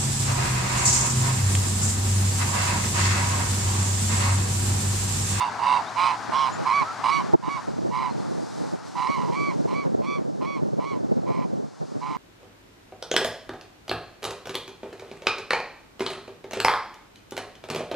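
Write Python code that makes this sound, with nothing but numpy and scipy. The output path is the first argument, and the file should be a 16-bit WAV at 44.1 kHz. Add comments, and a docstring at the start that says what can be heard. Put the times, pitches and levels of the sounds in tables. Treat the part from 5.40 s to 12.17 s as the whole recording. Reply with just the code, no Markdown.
"""Geese on a windy lake shore

Geese lead their goslings along the water in runs of short honks that start as a rattle and break
into a clear tone. The goslings peep, one bird hisses softly, and a far engine fades behind the wash
of the shore. Gusts buffet the microphone, and the hardest one makes the limiter duck."""
import sys
import numpy as np
from scipy import signal
from scipy.fft import rfft, irfft, next_fast_len
from scipy.io import wavfile
from scipy.ndimage import uniform_filter1d, minimum_filter1d

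SR = 44100
rng = np.random.default_rng(int(sys.argv[2]) if len(sys.argv) > 2 else 0)


def unload_audio(sound):
    """Save the sound as a 16-bit wav file, at the path given as the first command line argument."""
    columns = np.transpose(np.atleast_2d(sound))
    # keep every value between -1 and 1, then stretch to whole-number steps
    steps = np.round(np.clip(columns, -1, 1) * 32767)
    wavfile.write(sys.argv[1], SR, steps.astype(np.int16))


N = 298557

# Cue levels are set ahead of the mix trims; EQ curves give shape only.
# Honks: start_s, end_s, top_hz, droop_share, level_db, second_harmonic_relative_db,
# overtones_relative_db, swell_s, fade_s, lowest_resonance_hz, resonance_rise_hz, upper_tuning_ratio
HONK_CUES = [(-0.09, 0.1, 1005, 0.075, -22.5, -15.5, -14, .04, .10, 2060, -2, 0.92),
             (0.19, 0.413, 1000, 0.076, -19.5, -16.5, -16, 0.1185, 0.074, 2100, 0, 0.95),
             (0.56, 0.755, 1070, 0.071, -21, -10, -15, 0.037, 0.094, 2530, 548, 1.01),
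             (0.92, 1.105, 1070, .04, -21.5, -14.5, -15.5, .025, 0.065, 2370, 101, 1.002),
             (1.253, 1.44, 1065, .05, -21, -13, -21, 0.024, 0.018, 2350, -2, 1.027),
             (1.636, 1.825, 1058, 0.042, -21, -13.5, -16.5, 0.0062, 0.069, 2130, 0, 0.994),
             (2.025, 2.203, 1040, .045, -29.5, -15.5, -19.5, .004, 0.021, 2040, 247, .96),
             (2.512, 2.712, 1034, 0.054, -27, -12.5, -20, 0.0442, 0.067, 2100, 0, 1.0),
             (3.552, 3.915, 1030, .05, -26, -14, -18, .04, 0.31, 2000, -1, 0.998),
             (3.912, 4.147, 1020, .04, -32, -9.5, -16.5, 0.023, 0.061, 2230, 0, 1.05),
             (4.272, 4.47, 1034, .04, -35, -11.5, -15, 0.026, 0.093, 2160, 0, 1.026),
             (4.615, 4.8, 1086, 0.041, -34, -7.5, -13, 0.1, 0.07, 2420, -6, 1.08),
             (5.007, 5.205, 1056, 0.036, -35, -12, -16.5, 0.019, 0.061, 2370, -5, 1.03),
             (5.39, 5.58, 1044, 0.037, -35.5, -12.5, -17.5, 0.033, .06, 2120, 0, 1.01),
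             (5.862, 6.055, 1030, .035, -37, -10, -20, 0.018, .02, 2290, -2, 1.03),
             (6.61, 6.82, 1030, .04, -32.5, -13.5, -20, .025, 0.057, 2190, 0, 1.007)]
# Breaks into a clear tone: start_s, end_s, top_hz, clear_share, odd_overtones_db, second_boost_db
CLEAR_CUES = [(0.943, 1.059, 1074, 0.47, 8, -4), (1.332, 1.417, 1141, 0.98, -6, 7.5),
              (1.707, 1.802, 1123, .89, -10, 6.5), (2.094, 2.172, 1131, 0.99, -5, 8.5),
              (3.681, 3.763, 1115, .83, -9, 7), (3.958, 4.109, 1148, 1, -12, 9),
              (4.345, 4.438, 1143, 1, -9, 12), (4.662, 4.784, 1153, 0.94, 0, 5.5),
              (5.059, 5.172, 1126, 1, 0, 8.5), (5.454, 5.536, 1120, 0.89, -2, 6)]
# Throat colour for the fundamental, second harmonic and overtones: frequency_hz, gain_db
FUNDAMENTAL_EQ = [(550,-49.5),(740,-2.5),(870,0),(1020,3.5),(1200,-4),(1330,-0.5),(1700,-8)]
SECOND_EQ = [(1200,-39),(1600,3),(1950,9),(2300,14.5),(2600,13),(2850,-22),(3300,-59)]
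OVERTONE_EQ = [(2200,-32.5),(2650,9.5),(3100,-4),(3550,2),(4100,3.5),(4650,3),(5300,-0.5),(6050,2.5),(6800,-10.5),(8300,7),(10500,-13),(12300,-13),(15000,-31.5)]
# Faders of the shore bed: time_s, wash_db, rustle_db
SHORE_FADERS = [(0.14, -36.5, -49), (1.2, -36.5, -48), (1.57, -38.5, -49), (2.24, -42.5, -52),
                (2.42, -50, -54), (2.78, -45, -53.5), (3.1, -45.5, -87), (3.47, -48, -50.5),
                (4.21, -51, -54), (4.53, -53.5, -58.5), (4.92, -56, -59.5), (6.33, -55.5, -59.5),
                (6.5, -53.5, -56.5)]
# Colour of the low wash and the bright rustle: frequency_hz, gain_db
WASH_EQ = [(25,-40),(60,-27.5),(110,-8),(250,-6.5),(500,-11),(650,-3),(820,2.5),(1000,0.5),(1400,-2),(2000,-11),(3000,-21),(5000,-22.5)]
RUSTLE_EQ = [(1200,-34),(2200,-5.5),(3200,-2),(4300,3),(5500,3),(7000,-0.5),(8500,-6.5),(10000,-12),(12500,-23),(15500,-32)]
# The far engine fading: time_s, level_db
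ENGINE_FADER = [(0, -50.5), (1.2, -51.5), (1.9, -56), (2.5, -51.5), (3.2, -58.5), (6.77, -66.5)]
# Gosling peeps and one far call: start_s, length_s, from_hz, to_hz, level_db
PEEP_CUES = [(0.455,0.05,3330,3930,-46), (1.118,0.043,6760,7270,-43.5), (1.155,0.03,7050,7320,-53),
             (2.69,0.042,4144,4280,-51), (2.77,0.065,4270,4274,-57)]
FAR_CALL_CUES = [(1.44,0.096,1240,1357,-32.5)]
# Wind strength on the microphone: time_s, level_db
WIND_FADER = [(0.74, -56), (0.9, -44), (1.18, -40), (1.32, -50), (1.62, -47), (1.72, -32.5), (1.92, -33),
              (2.2, -43), (2.44, -27.5), (2.62, -35.5), (2.86, -29.5), (3.52, -41.5), (3.87, -28),
              (4.6, -30), (4.9, -29), (5.4, -29.5), (6.22, -27), (6.3, -46.5), (6.56, -36.5), (6.77, -32.5)]
# The hardest buffets: peak_s, level_db, width_s
BUFFET_CUES = [(0.896, -29, 0.0068), (1.21, -28, 0.025), (1.42, -27.5, .012), (1.947, 1, 0.0062),
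               (2.082, -20.5, .005), (2.286, -24.5, 0.0074), (2.461, -28.5, 0.026), (2.783, -28, 0.0064),
               (2.924, -26, 0.0067), (3.22, -30.5, 0.046), (3.339, -23.5, .01), (3.701, -19, 0.0074),
               (4.257, -20, 0.0056), (4.465, -20, 0.0098), (4.549, -14.5, 0.0029), (4.6, -23, .015),
               (5.234, -21.5, .004), (5.391, -22, 0.0074), (5.648, -26, 0.0075), (5.72, -16, 0.0052),
               (5.9, -26.5, .018), (6.42, -26, 0.011), (6.564, -27, 0.013)]
# Colour of the wind rumble: frequency_hz, gain_db
WIND_EQ = [(21, -78), (35, -13.5), (90, -12.5), (144, 2), (263, -0.5), (376, -3.5), (578, -6.5),
           (632, -8.5), (920, -18), (1080, -29), (1440, -34.5), (2500, -53.5), (3250, -63), (5500, -120)]
# The swell of a goose's hiss: time_s, level_db
HISS_FADER = [(0,-100),(2.55,-94),(2.8,-52.5),(3.0,-51.5),(3.2,-49.5),(3.32,-51),(3.4,-57.5),(3.6,-100)]
# Colour of that hiss: frequency_hz, gain_db
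HISS_EQ = [(1500,-31.5),(2500,-19),(3600,-4),(5000,-0.5),(6500,-4),(8500,-9),(10500,-17.5),(15000,-38)]

UPPER_WINDPIPE_HZ = np.array([3003, 3984, 4970])  # resonances, retuned for each honk
TIME_S = np.arange(N) / SR


def from_db(db):
    """Decibels to gain."""
    return 10 ** (np.asarray(db) / 20)


def unit_power(x):
    """Scale to unit power."""
    return x / np.sqrt(np.mean(x ** 2) + 1e-20)


def faders(rows):
    """Straight fader moves between timed points, one curve per level column."""
    times, *columns = np.transpose(rows)
    return [np.interp(TIME_S, times, column) for column in columns]


def drift(rate_hz):
    """A smooth random wander of unit power, changing about rate_hz times a second."""
    hz = np.fft.rfftfreq(2 * N, 1 / SR)[:N // 20]
    noise = rng.standard_normal(2 * len(hz) - 2)
    slow = irfft(rfft(noise) * np.exp(-(hz / rate_hz) ** 2 / 2))
    return unit_power(np.interp(np.arange(N) / 20, np.arange(len(slow)), slow))


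def equalised(x, curve):
    """Shape a sound with an EQ curve; unit power."""
    size = next_fast_len(N)
    hz, db = np.transpose(curve)
    bins = np.fft.rfftfreq(size, 1 / SR) + 1
    gain = from_db(np.interp(np.log(bins), np.log(hz), db, left=-90, right=-90))
    return unit_power(irfft(rfft(x, size) * gain, size)[..., :N])


def filtered(x, kind, hz, order=1):
    """A gentle low-pass or high-pass."""
    return signal.sosfilt(signal.butter(order, hz, kind, fs=SR, output="sos"), x)


def resonate(x, hz, width_hz):
    """A moving resonance: shift its centre to zero, low-pass, shift back; unit power."""
    turn = np.exp(2j * np.pi * np.cumsum(hz) / SR)
    return unit_power((filtered(x / turn, "low", width_hz / 2, order=2) * turn).real)


def panned(x, right_db):
    """Place a sound so that the right side is louder by right_db."""
    gains = from_db([[0], [right_db]])
    return x * gains / gains.mean()


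def wide_noise(curve, side_db):
    """Stereo noise that opens wider in the top octaves."""
    mid, side = equalised(rng.standard_normal((2, N)), curve)
    side = side + 2.8 * filtered(side, "high", 7000)
    return mid + from_db(side_db) * side * [[1], [-1]]


def around(start, end):
    """The samples of a cue with short handles, and their times."""
    at = np.arange(max(int(start * SR) - 600, 0), min(int(end * SR) + 600, N))
    return at, at / SR


def ramp(t, start, end, edge_s):
    """1 between start and end, 0 outside, with edges edge_s long."""
    return np.clip(np.minimum(t - start, end - t) / edge_s + .5, 0, 1)


def honk_shapes(slack_db=-10.5, dull_db=-2.5, slack_sag=.035):
    """Pressure peaks mid-honk; as the voice swells and fades it is weaker, duller and flatter."""
    gains, windpipe = np.zeros((3, N)), np.zeros((4, N))
    pitch = np.full(N, float(HONK_CUES[0][2]))
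    for (start, end, top_hz, droop, db, second_db, upper_db,
         swell_s, fade_s, lowest_hz, rise_hz, tuning) in HONK_CUES:
        at, t = around(start, end)
        slack = np.clip(1 - (t - start) / swell_s, 0, 1) ** 2
        slack += np.clip(1 - (end - t) / fade_s, 0, 1) ** 2
        along = (2 * t - start - end) / (end - start)  # -1 to 1 through the honk
        level_db = db + slack_db * slack
        dulled_db = level_db + dull_db * (slack + along ** 2)
        parts_db = [level_db, dulled_db + second_db, dulled_db + upper_db]
        gains[:, at] += ramp(t, start, end, edge_s=0.0017) * from_db(parts_db)
        pitch[at] = top_hz * (1 - droop * along ** 2 - slack_sag * slack)
        windpipe[:, at[0]:] = np.append(lowest_hz, tuning * UPPER_WINDPIPE_HZ)[:, None]
        windpipe[0, at] += rise_hz * along / 2
    return pitch, windpipe, gains


def voice_breaks(rattle_pitch, sag=.03, early=0.1203):
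    """The rattle jumps to a tone that peaks early, mostly trading fundamental for second harmonic."""
    pitch, clear, odd_gain, shift_db = rattle_pitch.copy(), np.zeros(N), np.ones(N), np.zeros((3, N))
    for start, end, top_hz, clearness, odd_db, second_db in CLEAR_CUES:
        at, t = around(start, end)
        blend = ramp(t, start, end, edge_s=0.015)
        along = (2 * t - start - end) / (end - start)
        clear_hz = top_hz * (1 - sag * np.abs(along + early) ** 3)
        pitch[at] += blend * (clear_hz - pitch[at])
        odd_gain[at] += blend * (from_db(odd_db) - 1)
        clear[at] = blend * clearness
        shift_db[:2, at] = np.outer([-1.5 * clearness, second_db], ramp(t, start, end, edge_s=0.031))
    return pitch, clear, odd_gain, from_db(shift_db)


def flutter(pitch, rough, beat_hz=132, clear_depth=0.22, rattle_depth=.66):
    """Uneven beats chop the membrane's tone and tug its pitch, harder in the rattle."""
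    rate_hz = beat_hz * np.minimum(pitch / 1020, 1.05) ** 2  # higher honks flutter faster
    rate_hz *= 1 + .29 * (0.153 + 0.83 * rough) * drift(47)
    beat = np.cos(2 * np.pi * np.cumsum(rate_hz) / SR)
    depth = clear_depth + (rattle_depth - clear_depth) * rough
    chop = (1 + depth * beat) * from_db(2.5 * rough * drift(26))
    wobbly_hz = pitch * (1 + (0.0033 + .008 * rough) * drift(43.3))
    phase = 2 * np.pi * np.cumsum(wobbly_hz) / SR
    tug = (0.069 + 0.83 * rough) * beat
    scatter = (0.022 + .44 * rough) * drift(76)
    return chop, phase + tug + scatter


def throat(x, curve):
    """Colour one part of the voice and hold its loudness steady, leaving the single beats alone."""
    voice = equalised(x, curve)
    return voice / np.sqrt(np.abs(uniform_filter1d(voice ** 2, size=1300)) + 1e-9)


def honks(clear_top_hz=6130):
    """A fluttering membrane sings near 1 kHz while puffs of turbulent air ring the windpipe."""
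    rattle_pitch, windpipe, gains = honk_shapes()
    pitch, clear, odd_gain, shift = voice_breaks(rattle_pitch)
    first_gain, second_gain, upper_gain = gains * shift
    # the top resonance moves up in the clear tone
    windpipe[-1] += uniform_filter1d(clear ** 2, size=1500) * (clear_top_hz - windpipe[-1])
    rough = 1 - clear
    chop, phase = flutter(pitch, rough)
    overtones = sum(np.sin(k * phase) * (odd_gain if k % 2 else 1) / (k - 2) ** 0.88
                    for k in range(3, 7))
    overtones += from_db(-18.5) * rough * sum(np.sin(k * phase) for k in (8, 9, 12))  # rattle buzz
    puffs = chop * rng.standard_normal(N)
    low, middle, high, top = [resonate(puffs, hz, width_hz=280) for hz in windpipe]
    ringing = 2.8 * middle + 1.95 * high + 1.45 * top + 1.4 * puffs
    rasp = 0.12 + 0.29 * rough
    first = throat(chop * np.sin(phase), FUNDAMENTAL_EQ)
    second = throat(chop * np.sin(2 * phase) + 1.5 * rasp * low, SECOND_EQ)
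    upper = throat(chop * overtones * (1 - 0.077 * rough) + rasp * ringing, OVERTONE_EQ)
    return (panned(from_db(-0.04) * first_gain * first, right_db=8.5)
            + panned(from_db(-2) * second_gain * second, right_db=5.5)
            + panned(from_db(0.2) * upper_gain * upper, right_db=4))


def shore_echo(x, t60_s=0.12, wet_db=-19, delay_s=0.014):
    """Bank and bushes throw back a thin, dull scatter."""
    t = np.arange(SR // 2) / SR
    returns = rng.standard_normal((2, len(t))) * from_db(-60 * t / t60_s) * (t > delay_s)
    returns = filtered(returns, "low", 3000)
    returns /= np.sqrt(np.sum(returns ** 2, axis=1, keepdims=True))
    return from_db(wet_db) * signal.fftconvolve(x.mean(0)[None], returns, axes=1)[:, :N]


def shore_bed(wash_trim_db=2):
    """A distant wash to the left, under the bright rustle of leaves and water."""
    wash_db, rustle_db = faders(SHORE_FADERS)
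    wash = from_db(wash_db + wash_trim_db + drift(5.6)) * wide_noise(WASH_EQ, side_db=-11)
    rustle = from_db(rustle_db + .5 * drift(19)) * wide_noise(RUSTLE_EQ, side_db=-16)
    return panned(wash, right_db=-5) + rustle


def far_engine(hum_hz=107.4):
    """A far engine, heard as one low, wavering hum."""
    hz = hum_hz * (1 + 0.0367 * drift(21.2))
    level_db = faders(ENGINE_FADER)[0] + 1.14 * drift(4.3)
    return from_db(level_db) * np.sin(2 * np.pi * np.cumsum(hz) / SR)


def peeps(cues, waver):
    """Small bird calls: short, rising near-sines that level off."""
    calls, unsteady = np.zeros(N), 1 + waver * drift(105)
    for start, length, from_hz, to_hz, db in cues:
        along = np.clip((TIME_S - start) / length, 0, 1)
        hz = (from_hz + (to_hz - from_hz) * np.sin(np.pi * along / 2)) * unsteady
        swell = from_db(db) * np.sqrt(2) * np.sin(np.pi * along)
        calls += swell * np.sin(2 * np.pi * np.cumsum(hz) / SR)
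    return calls


def wind(flow_trim_db=3, unshared_db=-22):
    """Eddies push the microphone's two ports in opposite senses; hard buffets carry more treble."""
    lumps = unit_power(from_db(3 * drift(36) - drift(27)))
    flow = from_db(faders(WIND_FADER)[0] + flow_trim_db) * lumps
    hits = np.zeros(N)
    for peak_s, db, width_s in BUFFET_CUES:
        at, t = around(peak_s - 2 * width_s, peak_s + 2 * width_s)
        hits[at] += from_db(db) * np.exp(-((t - peak_s) / width_s) ** 2 / 2)
    eddies, centre, push = equalised(rng.standard_normal((3, N)), WIND_EQ)
    buffets = hits * push / np.sqrt(uniform_filter1d(push ** 2, size=500) + 0.017)
    opposed = flow * eddies + buffets + 1.26 * filtered(buffets, "high", 900)
    ports = opposed * [[.93], [-1.06]] + from_db(unshared_db) * (flow + hits) * centre
    return filtered(ports, "high", 65, order=2)


def goose_hiss():
    """One soft, bright breath that swells and drops away."""
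    return from_db(faders(HISS_FADER)[0]) * wide_noise(HISS_EQ, side_db=-16)


def scene():
    """Birds with their echo, the shore behind them, wind in front."""
    birds = honks() + peeps(PEEP_CUES, waver=0.014) + peeps(FAR_CALL_CUES, waver=0.013)
    return birds + goose_hiss() + shore_echo(birds) + shore_bed() + far_engine() + wind()


def record(dry, threshold_db=-4, release_db_per_s=95, attack_s=0.0045, cutoff_hz=15700):
    """A limiter ducks quickly and recovers slowly; what slips past is rounded off; the top is cut."""
    over_db = np.maximum(20 * np.log10(np.abs(dry).max(0) + 1e-9) - threshold_db, 0)
    recovery_db = release_db_per_s * TIME_S
    duck_db = np.maximum.accumulate(over_db + recovery_db) - recovery_db
    lag = np.exp(-1 / (attack_s * SR))
    ducked = dry * from_db(-signal.lfilter([1 - lag], [1, -lag], duck_db))
    peak_gain = np.minimum(1, .7 / (np.abs(ducked).max(0) + 1e-9))
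    limited = ducked * uniform_filter1d(minimum_filter1d(peak_gain, size=60), size=60)
    return signal.sosfilt(signal.ellip(10, .1, 90, cutoff_hz, fs=SR, output="sos"), limited)


dry = scene()
out = record(dry)
unload_audio(out)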